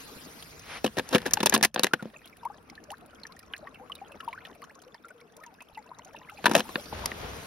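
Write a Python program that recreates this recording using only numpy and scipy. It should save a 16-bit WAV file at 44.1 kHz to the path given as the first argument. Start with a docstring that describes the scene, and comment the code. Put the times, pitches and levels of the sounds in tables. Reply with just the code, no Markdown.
"""A thin plastic bottle crackles and knocks on stones as a hand pushes it into a shallow icy brook; air glugs
out of the neck while it fills, it crackles again when lifted, and boots crunch through snow at the end.
Snaps are noise bursts through ringing modes, knocks are decaying sines, bubbles are gliding sines and drops are
pitched puffs; friction, water, snow and rumble are filtered noise with moving levels. A phone with two microphone
ports listens from close by: below about 5 kHz near sounds are more alike in both than wide ones."""
import sys
import numpy as np
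from scipy import signal
from scipy.fft import rfft, irfft, next_fast_len
from scipy.io import wavfile
from scipy.ndimage import uniform_filter1d

SR = 44100
rng = np.random.default_rng(int(sys.argv[2]) if len(sys.argv) > 2 else 0)


def dump_mix(stems):
    """Bounce the given channels to the path in sys.argv[1] as a 16-bit WAV at rate SR."""
    frames = np.atleast_2d(stems).T  # one column per channel
    limited = np.clip(frames, -1, 1)  # hard clip at full scale
    pcm = np.round(limited * 32767).astype(np.int16)
    wavfile.write(sys.argv[1], SR, pcm)


N = 329351

# ringing modes of the air and wall of the hollow bottle: f/Hz, relative level/dB, time to fall by 60 dB/s
HOLLOW_MODES = [(219.7, 3, 0.12), (265, -2, 0.059), (343, 6.5, 0.017), (376, -2.5, 0.032),
                (498.6, 5.5, 0.041), (720, -19.5, 0.016)]
# how lively the water trickles round the neck: t/s, level of the small bubbles/dB
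TRICKLE_LEVEL = [(.3, -74), (1.8, -78), (2.15, -62.5), (3.2, -64.5), (4.4, -59), (5.4, -66), (6, -60.5),
                 (6.9, -55.5)]


def gain_of(db):
    """Decibels to amplitude."""
    return 10 ** (np.asarray(db) / 20)


def evened(x):
    """Scales to rms 1."""
    return x / np.sqrt(np.mean(x ** 2) + 1e-20)


def read(points, hz):
    """Reads a table over log frequency."""
    f, value = np.transpose(points)
    return np.interp(np.log(hz + 1), np.log(f + 1), value)


def add(mix, s, sound):
    """Mixes a sound in at s seconds."""
    part = mix[round(s * SR):][:len(sound)]
    part += sound[:len(part)]


def colour(x, points):
    """Causal minimum-phase filter with the given dB shape; white noise keeps its power."""
    shape_db = np.maximum(read(points, abs(np.fft.fftfreq(4096, 1 / SR))), -70)
    log_gain = np.log(gain_of(shape_db))
    taps = np.fft.ifft(np.exp(np.conj(signal.hilbert(log_gain)))).real[:2048]
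    return signal.oaconvolve(x, taps / np.linalg.norm(taps))[:len(x)]


def ring(x, modes):
    """Passes x through decaying modes (f/Hz, width/Hz, level/dB); white noise keeps its power."""
    t = np.arange(4000) / SR
    taps = np.zeros(len(t))
    for hz, width, db in modes:
        decay = np.exp(-np.pi * width * t)
        taps += gain_of(db) * np.sqrt(width) * decay * np.sin(2 * np.pi * hz * t)
    return signal.oaconvolve(x, taps / np.linalg.norm(taps))[:len(x)]


def follow(rows, column=1):
    """One column of a curve at every sample, in dB; -120 dB outside its span."""
    rows = np.array(rows)
    return np.interp(np.arange(N) / SR, rows[:, 0], rows[:, column], -120, -120)


def grit(per_s, spread_db, share):
    """Noise with a share of separate clicks of uneven size."""
    size = gain_of(spread_db * np.minimum(rng.exponential(1, N), 3))
    clicks = size * (rng.random(N) < per_s / SR)
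    puffs = signal.lfilter([1], [1, -.97], clicks) * rng.standard_normal(N)
    return evened((1 - share) * rng.standard_normal(N) + share * evened(puffs))


def patchy(x, spread_db):
    """Lets the level drift in patches of time and pitch."""
    z = signal.stft(x, nperseg=256)[2]
    field = uniform_filter1d(rng.standard_normal(z.shape), 4, axis=0)
    field = uniform_filter1d(field, 8, axis=1)
    return evened(signal.istft(z * gain_of(spread_db * evened(field)), nperseg=256)[1][:N])


def strokes(rows):
    """Gain of rubbing strokes: each swells, holds and dies away."""
    low = -24  # dB against the held level, at both ends of a stroke
    total = np.zeros(N)
    for s, db, rise, hold, fall in rows:
        total += gain_of(db + follow([(s - rise, low), (s, 0), (s + hold, 0), (s + hold + fall, low)]))
    return total


def snaps():
    """Each flipping dent, and late each crack of snow crust, is a noise burst through patch, wall and hollow modes."""
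    # snaps of the bottle wall, and from 6.93 s the cracks of snow crust under boots: t/s, relative level/dB,
    # hollow body against it/dB, treble against it/dB, length/ms, pitch of the patch f/Hz
    cracks = [(0.8442, -22, 4.5, -8.5, 5.9, 473), (0.8466, -39, 10.5, -11, 16.5, 940),
              (0.863, -28, -12, -7, 5.6, 2800), (0.877, -33, -2.5, -13, 2.4, 2860),
              (0.9706, -31, 4, -10.5, 11.5, 1680), (0.9818, -23.5, -4, -21, 2.1, 1610),
              (0.986, -22, -11, -6.5, 2.5, 1510), (0.995, -22.5, -2.5, -12, 4.1, 1560),
              (1.0902, -35.5, -17.5, 2.5, 1.8, 5260), (1.1103, -39.5, -0.5, -8, 16, 930),
              (1.1294, -25, -1.5, -12, 20, 1000), (1.141, -32, -5, -14, 12.5, 1680),
              (1.1482, -14, 4.5, -10, 2.96, 2740), (1.1557, -16.5, 0.5, -13, 6, 1700),
              (1.182, -27, -21, -6, 3.3, 1720), (1.2182, -31, -12, -11, 1.7, 1000),
              (1.257, -30.5, 1, -12, 10.1, 1590), (1.2626, -27.5, 2, -5, 5.9, 1720),
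              (1.2725, -31.5, -4, -7, 2.8, 1180), (1.2806, -34, -8, -15, 5.1, 695),
              (1.31, -32.5, -14, 1.5, 2.8, 1740), (1.3355, -27, -9, 13.5, 4.5, 5750),
              (1.372, -19.5, -25.5, -21.5, 2.8, 825), (1.4045, -23, 1, -10, 5.2, 3270),
              (1.4305, -21, 1.0, -4, 5.4, 880), (1.46, -14, -13.5, 1.5, 4.8, 5160),
              (1.469, -15.5, -10, -9.5, 3.1, 3140), (1.4965, -30, -1.5, 13, 2, 5870),
              (1.5248, -22, -4.5, -17, 12, 1670), (1.5404, -16, -5.5, 0, 5.7, 1050),
              (1.5479, -17, -7.5, -3, 5.9, 3240), (1.5623, -18.5, -1.5, -17, 3.6, 707),
              (1.578, -27, 13.5, 3.5, 0.62, 894), (1.611, -25.5, 0.5, -15, 1.64, 1740),
              (1.6281, -12.5, -19, 0, 2.8, 5070), (1.6353, -16.5, -19.5, -2, 9.2, 1830),
              (1.649, -13.5, -17.0, -2, 4.4, 1930), (1.7438, -33, -2, 3, 4, 5660),
              (1.7608, -16, -6.5, -24, 1.94, 767), (1.777, -30.5, -8, -32, 11, 680),
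              (1.7948, -14, -5, -3.5, 1.3, 3800), (1.8342, -14, -12, -1.5, 3.7, 3450),
              (1.844, -7.5, -8.5, -6.5, 0.85, 1830), (1.8682, -22, -21.5, -11, 3, 1970),
              (1.9353, -13, -6, -15, 4.7, 1460), (2.026, -40.5, 10.5, -6.5, 4.2, 756),
              (6.4424, -26, 0, -17, 5.4, 990), (6.4576, -9, -30, -13, 5.05, 1490),
              (6.465, -15, -16, -12.5, 4.8, 960), (6.4792, -31, 11.5, -15, 4.2, 930),
              (6.495, -33.5, 9.5, -5, 5.4, 790), (6.5132, -23.5, 0, -10, 7.3, 980),
              (6.536, -30.5, 4.5, -3, 2.3, 5050), (6.5517, -6.5, -18.5, -10.5, 3.8, 633),
              (6.5632, -21.5, 6, -3, 5, 665), (6.578, -27.5, -3, -4, 6.8, 810),
              (6.586, -32.5, -4, -9, 7.1, 2650), (6.5951, -24.5, -1.5, -4.5, 3.5, 715),
              (6.6051, -22, -15, -10, 2.4, 2680), (6.691, -38, -4, -9, 5.9, 1010),
              (6.757, -17, -8, -43, 2.04, 1420), (6.9293, -36.5, 7, -25, 2.2, 650),
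              (7.0582, -24, -17, 3.5, 2.96, 4550), (7.1177, -25, -4, -27, 0.7, 1780),
              (7.334, -35, -7, -12, 1.2, 905)]
    # resonances of the whole wall: f/Hz, width/Hz, relative level/dB
    wall_modes = [(990, 700, -0.5), (1743, 270, -1), (2690, 670, -2), (3620, 1700, -0.5)]
    # spectrum of the bright crackle: f/Hz, relative level/dB
    treble_tone = [(3500, -7), (5000, 5.5), (6500, 4), (9000, -0.5), (11500, -1.5), (13500, -3.5),
                   (15000, -8), (16500, -15.5)]

    t = np.arange(2600) / SR
    force, patch = np.zeros((3, N)), np.zeros(N)  # force rows drive the wall, hollow and treble
    for (s, db, body_db, treble_db, ms, hz), noise in zip(cracks, rng.standard_normal((len(cracks), 2600))):
        length = max(ms, .5) / 1000
        rise = .0005 + 0.19 * length  # long crumples swell, short snaps jump
        attack = np.minimum(t / rise, 1)
        burst = np.sin(np.pi / 2 * attack) ** 2 * np.exp(-(t / (length + rise)) ** 1.64)
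        rattle = attack * np.exp(-t / 0.013)  # keeps rattling, mostly in the hollow band
        band_levels = (db - 3.0, db + body_db - 7, db + treble_db)
        for band, band_db, share in zip(force, band_levels, (.08, .2, .04)):
            add(band, s - rise, gain_of(band_db) * (burst + share * rattle))

        p = t[:600]
        ping = (1 - np.exp(-p * hz * 1.2)) * np.exp(-p * (120 + 0.34 * hz))
        bent_time = p - 0.00024 * np.exp(-p / 0.0012)  # pitch falls: fast bending waves come first
        ping *= np.sin(2 * np.pi * hz * bent_time)
        patch_db = db + max(treble_db, 0) * (hz > 4000) - 3.5
        pitched = signal.fftconvolve(burst * noise, ping / np.linalg.norm(ping))
        add(patch, s - rise, gain_of(patch_db) * pitched)

    force *= rng.standard_normal((3, N))
    hollow_modes = [(hz, 2.0 / t60, db) for hz, db, t60 in HOLLOW_MODES]
    wall = colour(ring(force[0], wall_modes), [(600, -4.5), (900, -2), (4200, -2), (7000, -31.5)])
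    hollow = ring(force[1], hollow_modes)
    return patch + .5 * wall + 2.09 * hollow + colour(force[2], treble_tone)


def knocks():
    """A dull blow on stone rings the lowest modes of the bottle as decaying sines."""
    # low knocks of the bottle on stone: t/s, level/dB
    blows = [(2.025, -28.5), (2.056, -23.5)]
    t, out = np.arange(4000) / SR, np.zeros(N)
    body = np.zeros(len(t))
    for hz, db, t60 in HOLLOW_MODES:
        # hz / 60: a dull blow drives the high modes less
        body += gain_of(db - 60 * t / t60 - hz / 60) * np.sin(2 * np.pi * hz * t)
    for s, db in blows:
        add(out, s, gain_of(db) * body / abs(body).max())
    return out


def rubbing():
    """Gritty friction: a sleeve brushing, and the wall creaking as it slips under the grip."""
    # strokes of the sleeve: peak t/s, level/dB, rise/s, hold/s, fall/s
    brush_strokes = [(0.712, -40.5, 0.12, 0.064, 0.047)]
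    # strokes of the creaking wall: peak t/s, level/dB, rise/s, hold/s, fall/s
    creak_strokes = [(1.086, -48, 0.29, .53, 0.031), (1.84, -45, .07, .03, .04), (2.0, -55, .03, .07, .05),
                     (6.54, -36, 0.17, .02, 0.097)]
    # spectrum of the sleeve: f/Hz, relative level per Hz/dB
    brush_tone = [(120, -63), (200, -21), (509, -13.5), (968, -11.5), (2090, -10), (6050, -22),
                  (7410, -34.5), (10300, -23), (16000, -58)]
    # spectrum of the creaking wall: f/Hz, relative level per Hz/dB
    creak_tone = [(59, -38), (100, -6), (481, 1), (991, -4.5), (1230, -7), (1720, -3), (3780, -13),
                  (5420, -18.5), (7610, -23), (16000, -38)]
    brush = strokes(brush_strokes) * colour(grit(1500, 4.4, 0.17), brush_tone)
    slips = grit(500, 12, .55)
    return brush + strokes(creak_strokes) * colour(slips, creak_tone)


def bubble(db, first_hz, glide, ms):
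    """A pulsing pocket of air; its pitch bends, mostly late, as it nears the surface."""
    swell = 0.14  # share of the length spent swelling
    halfway = .18  # share of the glide done at half length
    u = np.arange(0, 1.25, 1000 / (max(ms, 2) * SR))  # time in lengths, with a tail
    hz = first_hz * (1 + glide * np.minimum(u, 1.1) ** (-np.log2(halfway)))
    fade = 1.7 / (1 + 2.1 * max(glide, 0))  # a bubble that rises to the surface keeps its strength
    shape = np.where(u < swell, np.sin(np.pi / 2 * u / swell), np.exp(-fade * (u - swell) / (1 - swell)))
    ending = np.clip((1.25 - u) * 4, 0, 1)
    return gain_of(db) * shape * ending * np.sin(2 * np.pi * np.cumsum(hz) / SR)


def gurgle():
    """The large bubbles at the neck; the smaller and higher they are, the more the churning water shakes them."""
    # large bubbles: t/s, level before the churn/dB, first f/Hz, glide as a share of it, length/ms
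    large_bubbles = [(1.91, -46, 1350, 0, 22), (1.993, -42, 1450, -.2, 35), (2.161, -41.5, 2590, -0.14, 11),
                     (2.243, -52, 3220, -.05, 13.4), (2.327, -47, 2340, -.1, 12),
                     (2.429, -40, 962, -0.5, 29), (2.453, -25.5, 923, 0.2, 22),
                     (2.45, -45.5, 2210, -0.049, 8.5), (2.501, -50, 1150, 0.38, 31),
                     (2.5, -35.5, 823, 0.0023, 16.5), (2.777, -44, 1760, -.03, 19),
                     (2.885, -46.5, 584, 0.63, 54), (2.698, -48, 2190, -0.26, 8.5),
                     (2.902, -43, 1770, 0, 4.3), (2.904, -37, 3000, -0.42, 4.8),
                     (2.906, -38.5, 778, 0.83, 36), (2.94, -45, 1720, 0.082, 8.2),
                     (3.02, -50, 700, 0.17, 30), (3.233, -43, 4240, -.03, 12),
                     (3.254, -37, 1780, 0.094, 4.5), (3.292, -51, 1020, 0.32, 46),
                     (3.366, -49, 1830, 0.083, 10), (3.504, -53.5, 1067, 0.3, 48),
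                     (3.536, -29, 3080, -0.19, 4.3), (3.538, -31, 1590, 0.18, 11),
                     (3.544, -40.5, 2440, 0.1, 13), (3.556, -47, 1660, 0.4, 14), (3.59, -49, 640, .03, 21),
                     (3.625, -44.5, 581, 0.63, 37), (3.67, -41.5, 1120, 0.032, 22),
                     (3.67, -39.5, 1880, -0.024, 13), (3.741, -51.5, 2700, 0, 34),
                     (3.795, -46.5, 764, 0.34, 44), (3.81, -45.5, 500, 0.011, 50),
                     (3.898, -36, 1100, 0.11, 17), (3.919, -32.5, 3090, -0.11, 10.4),
                     (3.953, -44, 3740, 0, 12.3), (4.015, -37, 773, .12, 25), (4.108, -45, 624, -0.22, 13),
                     (4.117, -45.5, 2650, 0, 23), (4.155, -46, 770, .05, 13),
                     (4.202, -38.5, 1340, -0.085, 20), (4.203, -43, 1740, -0.11, 11),
                     (4.228, -44, 1055, 0.19, 29), (4.277, -27.5, 938, -0.048, 22),
                     (4.288, -56, 3080, 0.26, 13), (4.328, -42.5, 1010, 0.56, 32),
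                     (4.329, -32, 2250, 0.049, 3.9), (4.376, -39, 1480, 0.27, 15),
                     (4.406, -41, 2300, 0.053, 10), (4.449, -48, 2450, .15, 20),
                     (4.45, -42, 1870, -0.1, 15), (4.45, -43, 3230, 0.19, 9.7), (4.498, -45, 1025, 0, 11),
                     (4.622, -43.5, 1120, .5, 24), (4.636, -43.5, 1030, 0.2, 14),
                     (4.697, -46, 1630, 0.56, 13.5), (4.755, -51.5, 1090, .05, 28),
                     (4.798, -55, 3170, 0, 9), (4.865, -46, 492, 0.14, 30), (4.944, -45, 1780, 0.054, 11),
                     (4.948, -44, 940, 0, 10), (5.045, -42, 1380, -0.00033, 25),
                     (5.061, -55.5, 478, -0.065, 60), (5.085, -57, 2010, 0.16, 16),
                     (5.105, -43, 1474, 0.027, 14.4), (5.146, -51, 483, -0.11, 53),
                     (5.21, -54, 480, -0.23, 73), (5.212, -49.5, 2270, -0.016, 8),
                     (5.407, -48.5, 1253, 0.1, 37), (5.433, -44, 1830, -.07, 21),
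                     (5.462, -46.5, 960, -0.12, 44), (5.584, -51.5, 1615, 0.27, 18),
                     (5.604, -47.5, 2520, .06, 31), (5.617, -47.5, 920, 0.38, 13),
                     (5.752, -46, 2760, -0.061, 17), (5.772, -36, 876, -0.058, 32),
                     (5.777, -45.5, 1970, 0.11, 16), (5.86, -52, 970, 0.18, 26),
                     (5.915, -35.5, 985, 0.026, 9.6), (5.992, -40.5, 1010, -0.23, 9.5),
                     (6.06, -48.5, 748, 0.11, 24), (6.147, -39.5, 920, -0.12, 11),
                     (6.161, -46, 2730, -0.047, 25), (6.209, -51, 1020, -0.033, 45),
                     (6.287, -43.5, 2120, -0.12, 15), (6.294, -40, 1350, -0.13, 17),
                     (6.296, -48, 2900, 0.29, 10), (6.374, -47, 2570, -0.14, 18),
                     (6.385, -42.5, 834, -0.43, 25), (6.778, -34, 562, 0.069, 20),
                     (6.926, -30.5, 890, -0.35, 11), (7.04, -34, 940, .01, 15)]
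    out = np.zeros(N)
    churn = evened(uniform_filter1d(uniform_filter1d(rng.standard_normal(N), 70), 70))
    for s, db, hz, glide, ms in large_bubbles:
        pop = bubble(db, hz, glide, ms)
        shake = min(hz / 5000, .8) * churn[round(s * SR):][:len(pop)]
        add(out, s, pop * (1 + shake))
    return out


def trickle():
    """Many small bubbles in clumps, a few of them larger; only the low ones glide far."""
    out = np.zeros(N)
    clumps = np.repeat(rng.random(280), 3)  # three bubbles to a clump
    for clump, (when, size, pitch, glide, cycles) in zip(clumps, rng.random((840, 5))):
        hz = 550 * 8.0 ** (pitch ** 1.3)
        db = -3.5 * np.log(size + .03) - np.log2(hz / 1000)
        bend = (.5 * glide ** 3 - .05) * 700 / hz
        ms = 1000 * (9 + 22 * cycles ** 2) / (hz + 600)
        add(out, clump * 7 + 0.044 * when, bubble(db, hz, bend, ms))
    return gain_of(follow(TRICKLE_LEVEL)) * evened(out)


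def clear_ticks():
    """Rows of the clearest bursting films and drops, in the columns that ticks() plays."""
    # clearest ticks: t/s, relative level/dB, pitch f/Hz, spray against it/dB
    rows = [(0.4247, -39, 3400, -6), (0.5941, -43, 5730, -7), (2.1624, -56, 2410, -21),
            (2.257, -50, 2870, 2), (2.2744, -50, 3900, -5), (2.3685, -66.5, 3900, 15.5),
            (2.451, -54, 7040, 8), (2.6982, -45, 5400, -14), (2.7526, -49, 4080, -12),
            (2.8385, -48, 6100, -11), (2.904, -42, 7040, -14), (2.916, -50, 4500, 7), (2.981, -62, 4440, 2),
            (3.06, -68, 7040, 15), (3.147, -55, 6100, -6), (3.198, -56, 4840, -8),
            (3.234, -44.5, 4200, -13), (3.2512, -46.5, 2010, -30), (3.2673, -46.5, 5750, -7),
            (3.3214, -47, 4220, -13), (3.364, -54, 6650, -10), (3.391, -48.5, 5000, 3),
            (3.428, -57, 5330, -8), (3.5361, -38, 2030, -16), (3.5635, -49, 4170, -3),
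            (3.578, -49.5, 7060, -7), (3.6716, -42.5, 2030, -25), (3.744, -48, 3000, -9),
            (3.8964, -50.5, 2030, -5), (3.919, -41, 3030, -17), (3.9517, -47.5, 4170, 3.5),
            (4.119, -50.5, 2750, -2.5), (4.205, -40, 2960, -11.5), (4.2842, -44, 2920, -7),
            (4.33, -39.5, 2340, -16), (4.452, -40.5, 3160, -27.5), (4.4673, -48, 3170, -9),
            (4.549, -57, 2450, -2), (4.6182, -46.5, 2000, -7), (4.6397, -50, 6400, -9),
            (4.752, -53.5, 6240, -22), (4.818, -50.5, 7000, -5), (4.8362, -58, 4100, -15),
            (4.944, -49, 5030, -11), (5.052, -57, 7100, -13), (5.0832, -57.5, 2100, 4.5),
            (5.366, -50.5, 6440, 1), (5.4364, -42, 2050, -17), (5.462, -50, 6370, -12),
            (5.6055, -43, 2550, -18), (5.621, -54, 6550, 3), (5.747, -49, 4000, -30.5),
            (5.7745, -51.5, 2040, -1), (5.986, -47.5, 6400, -30), (6.0475, -47, 6400, -6),
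            (6.164, -47.5, 2840, -11), (6.297, -42.5, 2480, -7), (6.383, -55, 2300, -4),
            (6.797, -43, 3300, -25), (6.857, -41.5, 4600, -20)]
    return rows


def faint_ticks(count):
    """Rows of many small ticks at chance moments while the neck is under water."""
    # range of the faint ticks, one row: start t/s, end t/s, relative level/dB, spread/dB,
    # low f/Hz, high f/Hz, spray against level/dB, spread of it/dB
    faint_range = (2, 6.5, -60, 0.5, 2201, 6800, -12.5, 11.5)
    start, end, db, spread_db, low_hz, high_hz, spray_db, spray_spread_db = faint_range
    when, size, pitch, fine = rng.random((count, 4)).T
    s = start + (end - start) * when
    level_db = db + spread_db * (2 * size - 1)
    hz = low_hz * (high_hz / low_hz) ** pitch
    return list(zip(s, level_db, hz, spray_db + spray_spread_db * (2 * fine - 1)))


def ticks(rows):
    """Films burst and drops land: a short puff round one pitch, with a fine spray on top."""
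    # spectrum of the fine edge of a tick: f/Hz, relative level/dB
    spray_tone = [(4500, -2.5), (7000, -5.5), (10000, 4.5), (13000, 0), (16000, -6.5)]
    t, out, spray = np.arange(500) / SR, np.zeros(N), np.zeros(N)
    puff = np.minimum(t / 0.00099, 1) * np.exp(-t / 0.0041)
    for (s, db, hz, spray_db), noise in zip(rows, rng.standard_normal((len(rows), 500))):
        ping = np.exp(-t[:150] * 0.46 * hz) * np.sin(2 * np.pi * hz * t[:150])
        pitched = np.convolve(puff * noise, ping / np.linalg.norm(ping))
        add(out, s, gain_of(db + 3.5) * pitched)
        add(spray, s, gain_of(db + spray_db + 3) * puff)
    return out + colour(spray * rng.standard_normal(N), spray_tone)


def crunch():
    """Boots in snow: gritty noise swells and dies with each stroke."""
    # strokes of the boots: peak t/s, level/dB, rise/s, hold/s, fall/s
    boot_strokes = [(6.93, -40, 0.029, 0.084, 0.17), (7.05, -47.5, 0.077, 0.015, 0.35),
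                    (7.23, -40, 0.22, 0.01, 0.79)]
    # spectrum of the crushed snow: f/Hz, relative level per Hz/dB
    snow_tone = [(35, -21), (60, -0.5), (256, -13.5), (480, -8.5), (3340, -20), (7230, -31), (8320, -55.5),
                 (8920, -43), (11500, -36), (13600, -43), (16000, -87.5)]
    return strokes(boot_strokes) * colour(grit(330, 5.8, 0.29), snow_tone)


def brook():
    """Two versions of running water: patchy murmur and hiss, and a fizz of tiny drops that follows the trickle."""
    # heard level of the water, which dips briefly after loud snaps: t/s, murmur level/dB,
    # hiss against it before a trim/dB
    heard_level = [(0.0, -51, 4.5), (0.46, -55, 7), (0.71, -56, 2.5), (1.45, -51.5, -0.5),
                   (1.64, -58, -9.5), (1.68, -85, -11.5), (1.73, -71, -12), (1.77, -58, -4),
                   (2.12, -59, -4.5), (2.7, -56.5, -12), (4.37, -55.5, -11), (5.1, -60.5, -11),
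                   (6.18, -57.5, -11), (6.45, -57, 4), (6.78, -49, 4), (6.99, -54.5, 4.5), (7.47, -49, 3.5)]
    # spectrum of the murmur: f/Hz, relative level per Hz/dB
    murmur_tone = [(59, -27), (100, -11.5), (223, 4), (389, -1.5), (466, 4), (549, -7.5), (615, -4),
                   (942, -9), (1060, -5.5), (1390, -4), (2100, -15.5), (2600, -13), (3270, -29),
                   (5000, -35.5), (6500, -56), (11000, -120)]
    # spectrum of the hiss and fizz: f/Hz, relative level per Hz/dB
    hiss_tone = [(1500, 1), (2500, 2.5), (4000, 1), (6000, 0.5), (9000, -4.5), (13000, -3), (16500, -15)]
    level_db, versions = follow(heard_level), []
    hiss_db = level_db + follow(heard_level, column=2) - 2.5
    babble_db = 0.5 * evened(uniform_filter1d(rng.standard_normal(N), 2500))
    droplets = uniform_filter1d(abs(grit(60, 4.3, 0.92)), 160)  # both versions share these moments
    for noise in rng.standard_normal((2, 3, N)):
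        murmur = gain_of(level_db + babble_db) * colour(patchy(noise[0], 3.6), murmur_tone)
        hiss = gain_of(hiss_db) * colour(patchy(noise[1], 4.6), hiss_tone)
        fizz = gain_of(follow(TRICKLE_LEVEL) - 9.0) * colour(patchy(droplets * noise[2], 11.0), hiss_tone)
        versions.append(murmur + hiss + fizz)
    return versions


def rumble():
    """A low rumble of filtered noise whose level wanders."""
    # level of the rumble: t/s, level/dB
    rumble_level = [(0, -64), (.85, -56), (1.45, -50.5), (1.8, -65.5), (4.4, -62.5), (5.1, -74.5),
                    (5.9, -69), (6.06, -64.5), (6.3, -65), (7.0, -54.5), (7.47, -52.5)]
    # spectrum of the rumble: f/Hz, relative level per Hz/dB
    rumble_tone = [(12, -36.5), (20, -16.5), (49, -2), (103, 0.5), (124, -8.5), (160, 4), (210, -25.5),
                   (350, -120)]
    return gain_of(follow(rumble_level)) * colour(rng.standard_normal(N), rumble_tone)


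def wide():
    """Brook, snow and rumble come from all around: two versions of largely separate noise."""
    return [water + rumble() + crunch() for water in brook()]


def ports(x, other, alike):
    """The two ports hear one sound with a shift in phase and level, plus a part that differs."""
    # phase between the ports: f/Hz, lead of the left/rad
    left_lead = [(0, 0), (1000, -.5), (1380, -.9), (1900, .2), (3100, -1), (5000, -.2), (6000, 1.5),
                 (7600, 3.1), (11000, 6.3), (14100, 9.4), (16500, 11.4)]
    # balance of the ports: f/Hz, left over right/dB
    left_over_right = [(60, -1.5), (110, 1), (200, 0), (380, 2.5), (700, 7), (1290, 5), (2380, -0.5),
                       (4400, -0.5), (8120, 0.0), (15000, 0)]
    size = next_fast_len(N + 4096)
    hz = np.fft.rfftfreq(size, 1 / SR)
    same = np.clip(read(alike, hz), 0, 1)
    left = rfft(x, size)
    shared = same * left * np.exp(-1j * read(left_lead, hz))
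    right = shared + np.sqrt(1 - same ** 2) * rfft(other, size)
    tilt = gain_of(read(left_over_right, hz) / 2)
    return irfft(np.array([left * tilt, right / tilt]), size)[:, :N]


def scene():
    """Near sounds, thin in the deep bass, over the wide ones."""
    # near sounds at the two ports: f/Hz, likeness from 0 to 1
    near_likeness = [(200, 1), (1000, 0.91), (1900, 0.85), (2500, .8), (4500, 0.37), (6000, 0.98),
                     (7600, 0.97), (9000, 1), (11000, 1), (12500, 0.42), (14200, 0.52), (16000, .8)]
    # wide sounds at the two ports: f/Hz, likeness from 0 to 1
    wide_likeness = [(40, 1), (100, 1), (400, 0.67), (1500, 0.12), (4500, 0.035), (6000, 1), (7600, 1),
                     (9000, 1), (11000, 0.95), (12500, .7), (14200, 1), (16000, .7)]
    tones = knocks() + gurgle() + trickle()
    drops = clear_ticks() + faint_ticks(count=70)
    # the noisy sounds are drawn afresh for each version, the tones are shared
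    near = [tones + snaps() + ticks(drops) + rubbing() for _ in range(2)]
    near = signal.sosfilt(signal.butter(3, 150, "high", fs=SR, output="sos"), near)
    return ports(*near, near_likeness) + ports(*wide(), wide_likeness)


def record(dry):
    """The loudest snaps are squeezed softly under full scale; then the band limit."""
    edge_hz = 16500
    held = .95 * np.tanh(dry / .95)
    low_pass = signal.firwin(511, edge_hz, window=("kaiser", 9), fs=SR)
    return signal.oaconvolve(held, low_pass[None], "same")


dry = scene()
out = record(dry)
dump_mix(out)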